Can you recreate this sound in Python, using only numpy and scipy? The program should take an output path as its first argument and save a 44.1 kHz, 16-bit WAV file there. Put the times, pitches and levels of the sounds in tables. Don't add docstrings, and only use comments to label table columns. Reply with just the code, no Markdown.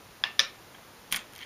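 import sys
import numpy as np
from scipy import signal
from scipy.fft import rfft, irfft, next_fast_len
from scipy.io import wavfile
from scipy.ndimage import uniform_filter1d

SR = 44100
rng = np.random.default_rng(int(sys.argv[2]) if len(sys.argv) > 2 else 0)


def ratio_of_db(decibels):
    return 10 ** (np.asarray(decibels, float) / 20)


def pcm_store(signal):
    levels = np.round(np.clip(np.atleast_2d(signal), -1, 1) * 32767)
    wavfile.write(sys.argv[1], SR, levels.astype(np.int16).T)


N = 63945


def along(points, hz):
    f, value = np.transpose(points)
    return np.interp(np.log(hz + 1), np.log(f + 1), value)


def filtered(x, response):
    m = next_fast_len(N + 8192)
    return irfft(rfft(x, m) * response(np.fft.rfftfreq(m, 1 / SR)), m)[:N]


def resonance(f, hz, wide_hz):
    return 1j * f * wide_hz / (hz * hz - f * f + 1j * f * wide_hz)


# f/Hz, density level/dB per Hz
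HISS = [(15, -53), (25, -14), (80, -10.5), (103, -3.5), (128, -9), (290, -9), (944, -11), (7000, -23),
        (9100, -28.5), (15400, -120)]
# f/Hz, density level/dB per Hz
HISS_TOP = [(7000, -16), (8400, -26), (10500, -25), (15300, -28)]


def hiss():
    def colour(hz):
        return ratio_of_db(along(HISS[:-1] + HISS_TOP, hz)) * (hz < 15450) * (hz > 15)

    noise = filtered(rng.standard_normal(N), colour)
    return ratio_of_db(-52) * noise / noise.std()


# f/Hz, t60/s
ROOM = [(300, 0.18), (1500, .3), (4000, 0.26), (7000, 0.16), (12000, 0.16)]


def room(x, splits):
    delay_s, even_hz = 0.0022, 150
    out, now = np.zeros(N), np.arange(N)
    for start, end in zip(splits, splits[1:]):
        hz, t, z = signal.stft(rng.standard_normal(SR // 2), SR, nperseg=128)
        decay = ratio_of_db(-60 * t / along(ROOM, hz)[:, None])
        tail = signal.istft(z * decay, SR, nperseg=128)[1]
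        spectrum = rfft(tail)
        power = np.abs(spectrum) ** 2
        bins = round(even_hz * len(tail) / SR)
        even = np.sqrt(uniform_filter1d(power, 12 * bins)) / np.sqrt(uniform_filter1d(power, bins))
        tail = irfft(spectrum * even, len(tail))[:-SR // 20]
        tail = np.pad(tail / np.linalg.norm(tail), (round(delay_s * SR), 0))
        part = np.where((now >= start * SR) & (now < end * SR), x, 0)
        out += signal.fftconvolve(part, tail)[:N]
    return out


# t/s, level/dB, f/Hz, t60/s
THUDS = [
    (.399, -36.5, 554, 0.11),
    (.394, -43, 389, 0.058),
    (1.118, -41, 191.4, 0.13),
    (1.143, -47, 192, 0.17),
]


def thuds():
    s, db, hz, t60 = np.transpose(THUDS)[:, :, None]
    t = np.clip(np.arange(N) / SR - s, 0, None)
    swell = 1 - np.exp(-t / 0.0034)
    return (ratio_of_db(db - 60 * t / t60) * swell * np.sin(2 * np.pi * hz * t)).sum(0)


def struck(hits, modes_of, rise_s, crack_db=7):
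    out, t = np.zeros((2, N + SR)), np.arange(SR // 6) / SR
    damped = ratio_of_db(-8 * np.clip(t / .0024 - 1, 0, .4) / .4)
    for row in hits:
        hz, db, t60 = np.transpose(modes_of(row))[:, :, None]
        sign = (-1.) ** np.arange(len(hz))[:, None]
        scattered = ratio_of_db(db + 1.5 * rng.standard_normal(db.shape))
        tones = sign * scattered * np.sin(2 * np.pi * hz * t)
        ring = (tones * ratio_of_db(-60 * t / t60)).sum(0) * damped * (1 - np.exp(-(t / rise_s) ** 2))
        brief_t60 = np.minimum(t60 / 3, .0035 * (1 + (1500 / hz) ** 2))
        blow = (tones * ratio_of_db(-60 * t / brief_t60)).sum(0) * (1 - np.exp(-t / .0001))
        crack = t == 0
        blow = blow / np.linalg.norm(blow) + ratio_of_db(crack_db) * crack
        blow = blow * np.linalg.norm(ring) / np.linalg.norm(blow)
        pair = np.array([ring, blow])
        out[:, round(row[0] * SR):][:, :len(t)] += ratio_of_db(row[1]) * pair / np.abs(ring).max()
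    return out[:, :N]


def tilted(modes):
    return lambda row: [(hz, db + row[2] * np.log2(hz / 2600), t60) for hz, db, t60 in modes]


# t/s, level/dB, brightness/dB per octave
RELEASE = [
    (.7462, -40, -2),
    (.7492, -38, -3),
    (.753, -47, 1),
    (.762, -45, -6),
    (.772, -55, -16),
    (.7835, -42, -18),
]
# f/Hz, level/dB, t60/s
RELEASE_MODES = [(967, -7, .05), (1630, 0, 0.041), (2250, -1, .03), (3200, 1.5, 0.028)]


def release():
    return struck(RELEASE, tilted(RELEASE_MODES), rise_s=.0006)


# t/s, length/s, tray level/dB, glass fizz level/dB, broad scrape level/dB
SHUFFLES = [
    (1.112, 0.061, -33, -35, -23),
    (1.317, 0.12, -44, -47, -44),
    (1.399, 0.016, -35, -62, -53),
    (1.417, 0.02, -30, -71, -51),
    (1.436, 0.024, -41, -66, -57),
]
# f/Hz, level/dB
RUB = [(1700, 2), (2000, 9.5), (2200, 6.5), (3180, 3.5), (6300, -11)]


def shuffle():
    t, draw = np.arange(N) / SR, rng.random((2, N))
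    grains = (draw[0] < 4000 / SR) * (draw[1] * 2 - 1)
    push = np.zeros((3, N))
    for start, length, *dbs in SHUFFLES:
        swell = np.sin(np.pi * np.clip((t - start) / length, 0, 1)) ** .5
        push += ratio_of_db(np.array(dbs)[:, None]) * swell

    def body(f):
        return sum((-1) ** k * ratio_of_db(db + 10) * resonance(f, hz, 330) for k, (hz, db) in enumerate(RUB))

    notes = filtered(push[0] * grains, body)
    fizz = filtered(push[1] * grains, lambda f: resonance(f, 11500, 9000) ** 2)
    scrape = filtered(push[2] * grains, lambda f: resonance(f, 2600, 4500))
    return notes + fizz + scrape


# t/s, level/dB, brightness/dB per octave
KNOCKS = [(1.1115, -36, 0), (1.1177, -34, 11), (1.1238, -23, 1), (1.1246, -12, 1.5), (1.1272, -35, 15),
          (1.1292, -27, 3), (1.134, -25, -3), (1.14, -28, -4), (1.1436, -21, -1), (1.1448, -16, -2),
          (1.149, -28, -17), (1.156, -35, 5), (1.159, -30, -7), (1.1616, -22.5, -4), (1.1663, -21, 0),
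          (1.1707, -29, -6), (1.174, -32, -31), (1.18, -52, -2), (1.186, -43, -6), (1.1908, -32, 4),
          (1.3348, -41, -1), (1.3515, -41, 16), (1.3609, -35.5, 4), (1.3897, -34, 8), (1.4035, -44, -6),
          (1.4062, -34.5, -3), (1.4138, -31.5, -2), (1.4225, -39, 3), (1.4255, -34, -3), (1.429, -37, 2),
          (1.4335, -31.5, -1)]
# f/Hz, level/dB, t60/s
TRAY_MODES = [(1160, -12, 0.018), (1560, -4, 0.0088), (1987, 2, 0.014), (2210, -0.5, 0.031),
              (2740, -3.5, 0.013), (3204, 4, 0.024), (3870, -9.5, 0.015), (4366, -3.5, 0.015),
              (5500, -10, 0.011)]


def knocks():
    return struck(KNOCKS, tilted(TRAY_MODES), rise_s=.0006)


# t/s, peak level/dB, main ring f/Hz, upper ring level/dB, lower ring level/dB
PLUNGE = [(1.1121, -39, 8800, -3, 12), (1.1173, -25, 9100, -16, -12), (1.1237, -24, 10300, -3, -4),
          (1.1246, -12, 10100, -3, -6), (1.1258, -19, 10100, -1, -3), (1.1272, -25, 11000, -3, -2),
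          (1.1281, -22, 10800, -3, 1), (1.1293, -25, 9600, -1, -3), (1.1303, -23, 9100, 1, -4),
          (1.1344, -25, 10400, -7, -3), (1.1391, -28, 9400, -9, -4), (1.1427, -34, 8900, -7, -3),
          (1.1537, -30, 9400, -3, -4), (1.1581, -29, 9600, -3, -9), (1.1616, -16, 9400, -5, -5),
          (1.1656, -23, 10300, -3, 1), (1.1684, -34, 10300, -1, 3), (1.1703, -26, 9600, -4, -8),
          (1.1756, -37, 9400, -7, -4), (1.191, -36, 12700, -6, 14)]
# t/s, peak level/dB, main ring f/Hz, upper ring level/dB, lower ring level/dB
PINCH = [
    (1.3251, -41, 10000, -10, -1),
    (1.3351, -36, 9700, -2, -2),
    (1.352, -38, 9500, -4, 2),
    (1.3617, -33, 9400, -5, -1),
    (1.3801, -32, 9300, 5, 3),
    (1.3899, -41, 11100, -2, 4),
    (1.4141, -43, 9600, -6, -4),
]


def clink_modes(row):
    main, t60 = row[2], .0055
    modes = [(main, 0, t60), (main * 1.09, -5, t60)]
    modes += [(main * ratio, row[3] - 2, t60) for ratio in (1.3, 1.47)]
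    modes += [(main * ratio, row[4] - 2, t60) for ratio in (.52, .66)]
    return modes


def clinks():
    rings = struck(PLUNGE + PINCH, clink_modes, rise_s=.0001)
    snaps, t = np.zeros(N + SR), np.arange(SR // 100) / SR
    for row in PLUNGE + PINCH:
        level_db = row[1] + min(row[3], -row[4]) - 6
        burst = ratio_of_db(level_db - 60 * t / .005) * rng.standard_normal(len(t))
        snaps[round(row[0] * SR):][:len(t)] += burst
    snap = filtered(snaps[:N], lambda f: resonance(f, 11500, 9000) ** 2)
    return ratio_of_db(-.5) * (rings + snap)


# t/s, peak level/dB
TOUCH = [
    (0.2379, -7),
]
# f/Hz, level/dB, t60/s
TOUCH_MODES = [(787, -16.5, 0.07), (1086, -13.5, 0.07), (1715, 0, 0.072), (1785, -13.5, 0.33),
               (2700, -2, 0.019), (2754, -27, 0.34), (3355, 4.5, 0.02), (3750, -8.5, 0.025),
               (4410, -11.5, 0.03), (4820, -5, 0.014), (5200, -4, 0.013), (7200, -31, 0.031),
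               (9200, -28.5, 0.056), (10300, -29.5, 0.018)]
# f/Hz, level/dB
TOUCH_SEND = [(350, -18), (800, -9), (1400, -9.5), (2200, -4), (3600, -9), (4400, -11), (5300, -10),
              (6500, -23), (16000, -52)]
# f/Hz, width/Hz, level/dB
TOUCH_NOTES = [(1070, 260, 7), (1775, 70, 11), (2760, 220, 8), (3400, 300, 3)]
# t/s, level/dB
SETDOWN = [
    (.3918, -20),
    (.3935, -3),
    (.4007, -10),
    (.4095, -24),
]
# f/Hz, level/dB, t60/s
SETDOWN_MODES = [(372, -35, 0.099), (545.6, -19.5, 0.17), (860, -21, 0.031), (1154, -9.5, 0.046),
                 (1760, 0.5, 0.065), (2460, -1, 0.022), (3032, -3.5, 0.058), (3437, 12, 0.015),
                 (3778, 11, 0.0097), (5010, 8.5, 0.017), (5750, 2, 0.022), (6130, -0.5, 0.007),
                 (9060, -15, 0.12), (10650, -4, 0.0041), (12550, -12.5, .012)]
# f/Hz, level/dB
SETDOWN_SEND = [(350, -15.5), (800, -12), (1500, -8), (2300, -5), (3000, -6.5), (3900, -9), (4700, -9.5),
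                (5500, -7), (6500, -13), (7400, -20.5), (16000, -45)]
# f/Hz, width/Hz, level/dB
SETDOWN_NOTES = [(552, 70, 7), (1285, 150, 5), (1774, 50, 9), (2330, 300, 1), (3750, 800, 2),
                 (5450, 700, 3)]


def board_contact(hits, modes, send, notes):
    ring, blow = struck(hits, lambda row: modes, rise_s=.0002, crack_db=30)

    def colour(f):
        lingering = sum(ratio_of_db(db) * resonance(f, hz, wide_hz) for hz, wide_hz, db in notes)
        return ratio_of_db(along(send, f)) * (1 + lingering)

    return ring, ratio_of_db(-1) * filtered(room(blow, [0, 2]), colour)


def board():
    touch, touch_wash = board_contact(TOUCH, TOUCH_MODES, TOUCH_SEND, TOUCH_NOTES)
    setdown, setdown_wash = board_contact(SETDOWN, SETDOWN_MODES, SETDOWN_SEND, SETDOWN_NOTES)
    return touch + setdown, touch_wash + setdown_wash


# f/Hz, level/dB
TRAY_SEND = [(300, -5.5), (900, -1.5), (2500, 4), (5000, -8.5), (8000, 0.5), (16000, -26)]


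def scene():
    wood, wood_wash = board()
    tray, tray_blows = release() + knocks() + clinks() + shuffle()
    tails = room(tray_blows, [0, 1, 1.14, 1.29, 2])
    tray_wash = ratio_of_db(-6) * filtered(tails, lambda hz: ratio_of_db(along(TRAY_SEND, hz)))
    near = filtered(wood + tray, lambda f: (1j * f / (300 + 1j * f)) ** 2)
    return (near + wood_wash + tray_wash + thuds() + hiss())[None]


def band_limit(x):
    return signal.sosfilt(signal.butter(12, 16800, fs=SR, output="sos"), x)


def record(dry):
    def response(hz):
        offset = hz - 7875
        wide_db = -8.5 * np.exp(-(offset / 480) ** 2)
        core_db = -66 * np.exp(-(offset / 165) ** 4)
        roll_db = -25 * np.clip((hz - 15450) / 400, 0, 1)
        return ratio_of_db(wide_db + core_db + roll_db) * (hz < 16800)

    mix = filtered(dry[0], response)[None]
    return band_limit(mix)


dry = scene()
out = record(dry)
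pcm_store(out)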